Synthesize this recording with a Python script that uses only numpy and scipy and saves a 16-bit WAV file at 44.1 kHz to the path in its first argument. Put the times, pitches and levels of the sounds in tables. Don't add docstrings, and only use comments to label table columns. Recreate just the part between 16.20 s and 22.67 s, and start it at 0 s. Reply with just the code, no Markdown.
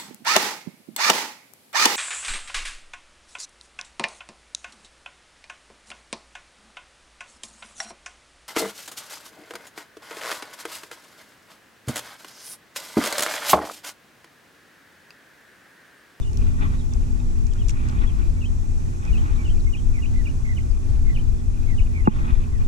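import sys
import numpy as np
from scipy import signal
from scipy.fft import rfft, irfft
from scipy.io import wavfile
from scipy.ndimage import uniform_filter1d, minimum_filter1d, map_coordinates

SR = 44100
rng = np.random.default_rng(int(sys.argv[2]) if len(sys.argv) > 2 else 0)


def transcribe(signal):
    frames = np.atleast_2d(signal).T
    limited = np.clip(frames, -1, 1)
    pcm = np.round(limited * 32767).astype(np.int16)
    wavfile.write(sys.argv[1], SR, pcm)


N = 285327


def from_db(db):
    return 10 ** (np.asarray(db) / 20)


def rms_one(x):
    return x / np.sqrt(np.mean(x ** 2) + 1e-20)


def at_hz(points, hz):
    point_hz, values = np.transpose(points)
    return np.interp(np.log(hz + 1e-9), np.log(point_hz), values)


def panned(balance_db):
    return from_db(np.array([[.5], [-.5]]) * balance_db)


def add(out, start_s, sound):
    i = max(0, round(start_s * SR))
    out[:, i:i + sound.shape[1]] += sound[:, :out.shape[1] - i]


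def drift(per_s):
    knots = rng.standard_normal(2000)
    return rms_one(map_coordinates(knots, [np.arange(N) / SR * per_s], order=2, mode="wrap"))


def noise(colour, channels=1):
    hz = np.arange(N // 2 + 1) * SR / N
    gain = from_db(at_hz(colour, hz)) * np.sqrt(SR / 2) * np.clip(hz / 10 - 1, 0, 1)
    return irfft(rfft(rng.standard_normal((channels, N))) * gain, N)


def band(x, low_hz, high_hz):
    return signal.sosfilt(signal.butter(2, [low_hz, high_hz], "band", fs=SR, output="sos"), x)


def decay(t, t60):
    return np.exp(-np.log(1000) * t / t60)


def ring(t, hz, t60, rise_cycles):
    t = np.maximum(t, 0)
    return np.sin(2 * np.pi * hz * t) * decay(t, t60) * (1 - np.exp(-(hz * t / rise_cycles) ** 2))


def air(swell_db=1.63):
    # frequency in Hz, spectral density in dB.
    rumble_colour = [(20, -32), (35, -42), (60, -44.5), (85, -46.5), (130, -57.5), (220, -66.5),
                     (320, -71.5), (450, -82), (650, -86), (1200, -93.5), (1800, -94.5), (2500, -101),
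                     (4300, -96), (12000, -110)]
    wash_colour = [(200, -87), (450, -79.5), (650, -79.5), (860, -77), (1200, -94), (1650, -91),
                   (2050, -104), (3000, -102), (5000, -112)]
    # frequency in Hz, share of power common to both ports.
    coherence = [(30, 0), (70, 0.21), (140, 0.7), (400, 0.43)]
    # frequency in Hz, left minus right in dB.
    balance = [(20, 4.5), (45, 2.5), (130, -6), (300, -7.5), (450, -5), (800, -7.5), (14000, 3)]
    hz = np.arange(N // 2 + 1) * SR / N
    spectra = rfft(noise(rumble_colour, channels=3))
    alike = at_hz(coherence, hz)
    pair = np.sqrt(1 - alike) * spectra[:2] + np.sqrt(alike) * spectra[2]
    rumble = irfft(pair * panned(at_hz(balance, hz)), N)
    return rumble * from_db(swell_db * drift(8.5)) + noise(wash_colour) * [[1], [-1]]


def hum(waver_db=2.0, wander_rad=0.62):
    # frequency in Hz, left and right levels in dB.
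    motor_tones = [(78.97, -34.5, -32.5), (118.14, -41, -39.5), (235.3, -56, -50), (240.9, -55.5, -40.5),
                   (346.5, -88, -49), (403.1, -82, -51)]
    t = np.arange(N) / SR
    out = np.zeros((2, N))
    for hz, left_db, right_db in motor_tones:
        amplitude = np.sqrt(2) * from_db([[left_db], [right_db]]) * from_db(waver_db * drift(5))
        out += amplitude * np.sin(2 * np.pi * hz * t + wander_rad * drift(4))
    return out


def insects(level_db=-5, shimmer_db=4.5, count=36, song_waver_db=1.5, song_wander_rad=.8):
    # frequency in Hz, relative spectral density in dB.
    chorus_colour = [(3000, -110), (4500, -100.5), (5400, -89.5), (6300, -88), (7600, -90), (8500, -92.5),
                     (10300, -95.5), (11400, -106), (12200, -102), (13500, -108), (15000, -120)]
    # time in seconds, relative level in dB.
    hiss_levels = [(0, 1), (1.1, 0.5), (2.2, 0), (3.1, 1), (4.1, 0.8), (5, 0), (6.47, -0.5)]
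    tone_levels = [(0, -76), (1, -72.5), (2.2, -73), (3.1, -70.5), (4.3, -73.5), (5.3, -78), (6.47, -79)]
    # start and length in seconds, pitch in Hz, relative level in dB.
    songs = [(.1, 1.2, 6901, -72), (.5, 1.1, 4694, -76), (.4, 2.6, 7445, -72), (.7, 2, 7730, -75.5),
             (2.4, 1.6, 6342, -70), (2.2, 3, 6085, -69.5)]
    t = np.arange(N) / SR
    wander = np.array([drift(10) for _ in range(5)])
    swells = [from_db(shimmer_db * drift(1.64)) for _ in range(7)]
    pitches = np.linspace(5300, 8300, count) + rng.normal(0, 30, count)
    colour_db = at_hz(chorus_colour, pitches)
    colour_db -= colour_db.max()
    tones = np.zeros((2, N))
    for k, hz in enumerate(pitches):
        amplitude = from_db(colour_db[k] + rng.normal(0, 1, (2, 1))) * swells[k % 7]
        tones += amplitude * np.sin(2 * np.pi * hz * t + .5 * rng.standard_normal(5) @ wander)
    tones *= from_db(np.interp(t, *np.transpose(tone_levels)))
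    hiss = from_db(np.interp(t, *np.transpose(hiss_levels))) * noise(chorus_colour, channels=2)
    out = from_db(level_db) * (hiss + tones)
    for s, length_s, hz, song_db in songs:
        amplitude = from_db(song_db + song_waver_db * drift(7.9))
        song = amplitude * np.sin(2 * np.pi * hz * t + song_wander_rad * drift(20))
        swell = signal.windows.tukey(int(length_s * SR), .5)
        add(out, s, swell * song[:len(swell)] * np.ones((2, 1)))
    return out * panned(-6.5)


def strap_motion(creep_db=-53):
    # time of the peak in seconds, relative level in dB, half length in seconds.
    strokes = [(0.267, -49, 0.1), (0.431, -50, 0.0072), (0.432, -34.5, 0.038), (0.53, -46, 0.045),
               (0.747, -54, 0.022), (1.708, -44, 0.22), (1.833, -37, 0.021), (2.006, -46.5, 0.048),
               (2.863, -44, 0.049), (3.09, -44.5, 0.16), (6.035, -43.5, 0.21), (6.107, -38.5, 0.023),
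               (6.42, -47, 0.031)]
    t = np.arange(N) / SR
    stroke_power = sum(from_db(db) ** 2 * np.exp(-2 * np.minimum(np.abs(t - s) / half_s, 10) ** 2)
                       for s, db, half_s in strokes)
    return np.sqrt(from_db(creep_db) ** 2 + stroke_power)


def rubbing(case_db=-25.5, cloth_db=-28.0, hollow_db=-25, catch_db=1.0, flicker_db=3.0):
    # frequency in Hz, relative density in dB.
    case_colour = [(40, 0), (160, 7.5), (230, 7), (320, -1), (450, -9), (680, -15), (860, -2), (980, -8),
                   (1180, -.5), (1650, -15.5), (1930, -6), (2600, -21), (3300, -30), (6000, -48.5)]
    cloth_colour = [(50, 8), (130, 6), (190, 9), (300, 6), (420, -11), (700, -16), (860, -19.5), (980, -19),
                    (1150, -16), (1800, -25), (2500, -21), (3000, -25.5), (3650, -23.5), (4600, -35),
                    (9000, -51.5)]
    # resonance and bandwidth in Hz, relative density in dB.
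    hollows = [(849, 62, -9.5), (1080, 110, -10.5), (1450, 110, -14), (1900, 120, -16), (2480, 210, -10.5),
               (3520, 260, -20.5)]
    effort = strap_motion() * from_db(catch_db * drift(per_s=130))
    case = from_db(case_db) * noise(case_colour) * [[1], [-1]]
    friction = rng.standard_normal(N) * np.sqrt(SR / 2)
    hollow = np.zeros(N)
    for hz, width_hz, db in hollows:
        drive = band(friction, hz / 1.3, hz * 1.3)
        resonance = signal.lfilter(*signal.iirpeak(hz, hz / width_hz, fs=SR), drive)
        hollow += from_db(db + flicker_db * drift(per_s=45)) * resonance
    cloth = from_db(cloth_db) * noise(cloth_colour)
    return effort * (case + cloth + from_db(hollow_db) * hollow)


def wobble(count):
    return map_coordinates(rng.standard_normal(64), [np.arange(count) / SR * 200], order=2, mode="wrap")


def note(hz, jitter=0.01, shimmer_db=2.5):
    # frequency in Hz, left minus right in dB, left phase lead in radians.
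    ports = [(1940, -10.5, 3.96), (2720, -1, 1.06), (3500, -1.5, 1.7)]
    port_hz, balance_db, lead = np.transpose(ports)
    phase = 2 * np.pi * np.cumsum(hz * (1 + jitter * wobble(len(hz)))) / SR
    pair = np.sin([phase + np.interp(hz, port_hz, lead), phase])
    return from_db(shimmer_db * wobble(len(hz))) * pair * panned(np.interp(hz, port_hz, balance_db))


def slur(length_s, top_hz, droop_hz, crest, bend, burr, burr_hz=72.4, swing_hz=150):
    along = np.linspace(0, 1, int(length_s * SR))
    crest = np.clip(crest, 0, .5)
    flutter_hz = burr_hz * (1 + .35 * wobble(len(along)))
    flutter = burr * (1 - along ** 2) * np.sin(2 * np.pi * np.cumsum(flutter_hz) / SR)
    arch_hz = top_hz - droop_hz * np.abs((along - crest) / (1 - crest)) ** bend
    swell = np.abs(np.sin(np.pi * along ** 1.4)) ** 0.55
    return swell * (1 + .5 * flutter) * note(arch_hz + swing_hz * flutter)


def whistle(fall_s, after_s, start_hz, dip_hz, crest_hz, climb_db, attack_s=0.0093, release_s=0.026):
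    scoop_hz, sag_hz = 200, 260
    t = np.arange(-fall_s, after_s, 1 / SR)
    contour = [(-fall_s, start_hz - scoop_hz), (-.8 * fall_s, start_hz),
               (-.6 * fall_s, start_hz - (start_hz - dip_hz) / 10), (0, dip_hz),
               (.418 * after_s, crest_hz), (.46 * after_s, crest_hz), (after_s, crest_hz - sag_hz)]
    hz = uniform_filter1d(np.interp(t, *np.transpose(contour)), size=320)
    gate = np.interp(t, [t[0], t[0] + attack_s, t[-1] - release_s, t[-1]], [0, 1, 1, 0])
    level_db = np.interp(t, [-.2 * fall_s, 0.34 * after_s], [0, climb_db])
    return gate * from_db(level_db) * note(hz)


def scatter(x, t60):
    t = np.arange(SR // 2) / SR
    response = rms_one(rng.standard_normal((2, len(t))) * decay(t, t60)) / np.sqrt(len(t))
    return signal.fftconvolve(x, response, axes=1)[:, :N]


def bird(reeds_db=-12.5, trees_db=-14):
    # start and length in seconds, top pitch and droop in Hz,
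    # bend (1 is straight), level in dB, burr from 0 to 1.
    slurs = [(2.141, 0.069, 2340, 100, 1.7, -56, 0.2), (2.862, 0.054, 2614, 360, 1.1, -44, .4),
             (3.169, 0.069, 2350, 150, 1.7, -45.5, 0.4), (3.465, 0.025, 2155, 80, 2, -40.5, 0.2),
             (3.723, 0.081, 2473, 540, 1.3, -44, 1), (3.933, 0.091, 2053, 330, 4.9, -45.5, 0.4),
             (4.238, 0.1, 2085, 260, 5.3, -42.5, 0.8), (4.85, 0.085, 2095, 200, 3, -44, 0.5),
             (5.46, 0.09, 2190, 378, 2.6, -45.5, 0.8), (5.733, 0.09, 2327, 372, 1.8, -41.5, 1)]
    # time of the dip in seconds, level in dB, fall in seconds, start, dip
    # and crest pitches in Hz, level change over the climb in dB, length after the dip in seconds.
    whistles = [(2.241, -42.5, 0.034, 2830, 2450, 3190, -1.5, 0.05),
                (2.962, -41.5, 0.037, 2900, 2446, 3140, -3, 0.051),
                (3.283, -40, 0.036, 2990, 2590, 3180, -2, 0.052),
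                (3.555, -38.5, .03, 3040, 2330, 3250, -9, 0.052),
                (3.851, -40.5, 0.033, 2890, 2280, 3170, -6, 0.034),
                (4.076, -40, 0.026, 2830, 2250, 2950, -1.5, 0.036),
                (4.393, -38.5, 0.029, 3030, 1940, 3130, -13, 0.032),
                (4.978, -39, 0.033, 3100, 2230, 3140, -4, 0.035),
                (5.601, -37, 0.023, 3030, 2200, 3000, -6.5, 0.04),
                (5.887, -39, 0.039, 2850, 2370, 3180, -15, 0.062)]
    # start and length in seconds, top pitch and droop in Hz, place of the top as a share
    # of the length (capped at half), level in dB, burr from 0 to 1.
    chirps = [(0.012, .03, 3650, 200, 0, -47, 1), (0.017, 0.087, 2900, 40.6, 0.2, -49.5, 1),
              (0.579, 0.045, 3860, 700, 0.16, -49.5, 0.9), (0.707, .03, 3600, 150, 0.5, -52, 0.3),
              (1.31, 0.027, 3350, 800, 0.1, -51, 0.4), (1.375, 0.056, 3250, 650, 0.4, -47.5, 0.1),
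              (1.779, 0.018, 3630, 750, 0.1, -47, .1), (1.849, 0.067, 3390, 836, 0.53, -46, 0.1),
              (3.156, 0.015, 4050, 700, 0.1, -51, .5), (3.394, 0.02, 4600, 1210, 0.06, -47, 0.9),
              (4.492, .035, 5050, 500, 0.1, -53, 0.9), (6.305, 0.081, 2070, 333, 0.08, -52, 0.4)]
    out = np.zeros((2, N))
    for s, length_s, top_hz, droop_hz, bend, level_db, burr in slurs:
        add(out, s, from_db(level_db) * slur(length_s, top_hz, droop_hz, 0, bend, burr))
    for s, level_db, fall_s, start_hz, dip_hz, crest_hz, climb_db, after_s in whistles:
        glide = whistle(fall_s, after_s, start_hz, dip_hz, crest_hz, climb_db)
        add(out, s - fall_s, from_db(level_db) * glide)
    for s, length_s, top_hz, droop_hz, crest, level_db, burr in chirps:
        add(out, s, from_db(level_db) * slur(length_s, top_hz, droop_hz, crest, 1.7, burr))
    return out + from_db(reeds_db) * scatter(out, t60=.05) + from_db(trees_db) * scatter(out, t60=.19)


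def clicks(level_db=-5, rise_s=0.00039, top_db=-15, crack_t60=0.0025):
    # start in seconds, relative level in dB, left minus right in dB, body gain in dB,
    # body frequency in Hz, t60 in seconds, crack gain in dB.
    snaps = [(.1312, -28.5, -17, -4, 4300, 0.0087, -20), (.1718, -24, -5, 2, 3440, 0.011, -6),
             (.736, -25, -10, -20, 4200, 0.011, -16), (1.267, -25, -3, -4, 3670, .012, -14),
             (1.3357, -24.5, -4, -4, 4200, .008, -20), (1.4838, -19, -2, -4, 3800, 0.017, -15),
             (1.4897, -28, -2, -6, 3800, 0.02, -20), (1.4934, -16, -1, 0, 2400, 0.014, -9),
             (1.4965, -19.5, 1, -7, 2500, .012, -20), (1.5025, -26, 8, -2, 3270, 0.022, -18),
             (1.507, -24, 3, -5, 3300, 0.017, -20), (1.686, -26, -4, -10, 3600, .02, -20),
             (1.696, -31, -3, 3, 3600, .014, -20), (2.8518, -29, -8, -6, 4000, .0097, -20)]
    out, t = np.zeros((2, N)), np.arange(SR // 10) / SR
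    for s, snap_db, pan_db, body_db, body_hz, t60, crack_db in snaps:
        grains = rng.standard_normal((4, len(t)))
        grains = grains[0] + grains[1:3]
        crackle = grains * decay(t, t60) * (1 - np.exp(-t / rise_s))
        body = from_db(body_db) * band(crackle, body_hz / 1.35, body_hz * 1.35)
        bright = band(crackle, 5300, 7300)
        top = from_db(top_db) * band(crackle, 7500, 10000)
        crack = from_db(crack_db) * band(grains * decay(t, crack_t60), 8000, 15000) / 2
        add(out, s, from_db(snap_db + level_db) * (bright - body - top + crack) * panned(pan_db))
    return out


def heartbeat(left_db=-2.0, right_db=-19, dub_s=.205, dub_db=-3.5, surge_s=0.04735, surge=0.51):
    # start in seconds, relative level in dB.
    beats = [(.178, 2), (0.737, 1), (1.228, 0), (1.768, 0.5), (2.285, 0), (2.89, 1.5), (3.435, 0.5),
             (3.955, 1), (4.485, 3), (5.06, 1.5), (5.59, 4), (6.11, 2.5)]
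    # frequency in Hz, relative level in dB, t60 in seconds.
    harness_modes = [(22, -6.5, .28), (36, -5, .18), (57, -8, .12), (80, -10, .10), (102, -18, .08)]
    out, t = np.zeros((2, N + SR)), np.arange(SR // 2) / SR
    port_gains = from_db([[left_db], [right_db]])
    for s, beat_db in beats:
        for after_s, sound_db in ((0, 0), (dub_s, dub_db)):
            gain = from_db(beat_db + sound_db + rng.normal(0, 1.04))
            for delay_s, push in ((0, 1), (surge_s, surge)):
                sway = np.zeros(len(t))
                for k, (hz, db, t60) in enumerate(harness_modes):
                    detuned_hz = hz * from_db(rng.normal(0, 0.35))
                    sway += (-1) ** k * from_db(db) * ring(t, detuned_hz, t60, rise_cycles=0.52)
                add(out, s + after_s + delay_s, push * gain * sway * port_gains)
    return out[:, :N]


def knocks():
    # start in seconds, relative force in dB.
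    bumps = [(.756, -24), (5.8727, 7)]
    # frequency in Hz, left and right gains in dB, t60 and delay in seconds, left lag in radians.
    case_modes = [(123, 6, -24, .034, .0082, -2.4), (212, 1, 3, .039, .00203, 1.1),
                  (347, -17, 1, .03, .00083, -1.3), (435, -9, -9, .025, .00029, 7.8),
                  (870, -11, -10, .043, .00038, 2.4), (1122, -8, -9.5, .025, .00044, 2.9),
                  (1554, -14, -13, .009, .00034, 3.7)]
    out, t = np.zeros((2, N)), np.arange(SR // 5) / SR
    for s, force_db in bumps:
        for hz, left_db, right_db, t60, delay_s, left_lag in case_modes:
            port_t = t - delay_s - np.array([[left_lag], [0]]) / (2 * np.pi * hz)
            gains = from_db(force_db) * from_db([[left_db], [right_db]])
            add(out, s, gains * ring(port_t, hz, t60, rise_cycles=0.8))
    return out


def clink(start_s=1.001):
    # frequency in Hz, level in dB, t60 in seconds.
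    hook_modes = [(2550, -42, 0.029), (3700, -48, .035)]
    out, t = np.zeros((2, N)), np.arange(SR // 5) / SR
    ringing = sum(from_db(db) * ring(t, hz, t60, rise_cycles=1.8) for hz, db, t60 in hook_modes)
    add(out, start_s, ringing * np.ones((2, 1)))
    return out


def scene():
    return heartbeat() + rubbing() + clicks() + clink() + knocks() + bird() + hum() + air() + insects()


def record(dry, ceiling_db=-.7, release_db_per_s=80, cutoff_hz=15100):
    peak_db = 20 * np.log10(np.abs(dry).max(axis=0) + 1e-9)
    over_db = np.maximum(peak_db - ceiling_db, 0)
    ramp = release_db_per_s * np.arange(N) / SR
    held_db = np.maximum.accumulate(over_db + ramp) - ramp
    gain_db = uniform_filter1d(minimum_filter1d(-held_db, size=300), size=300)
    low_pass = signal.cheby2(20, 60, cutoff_hz, fs=SR, output="sos")
    return signal.sosfilt(low_pass, dry * from_db(gain_db))


dry = scene()
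out = record(dry)
transcribe(out)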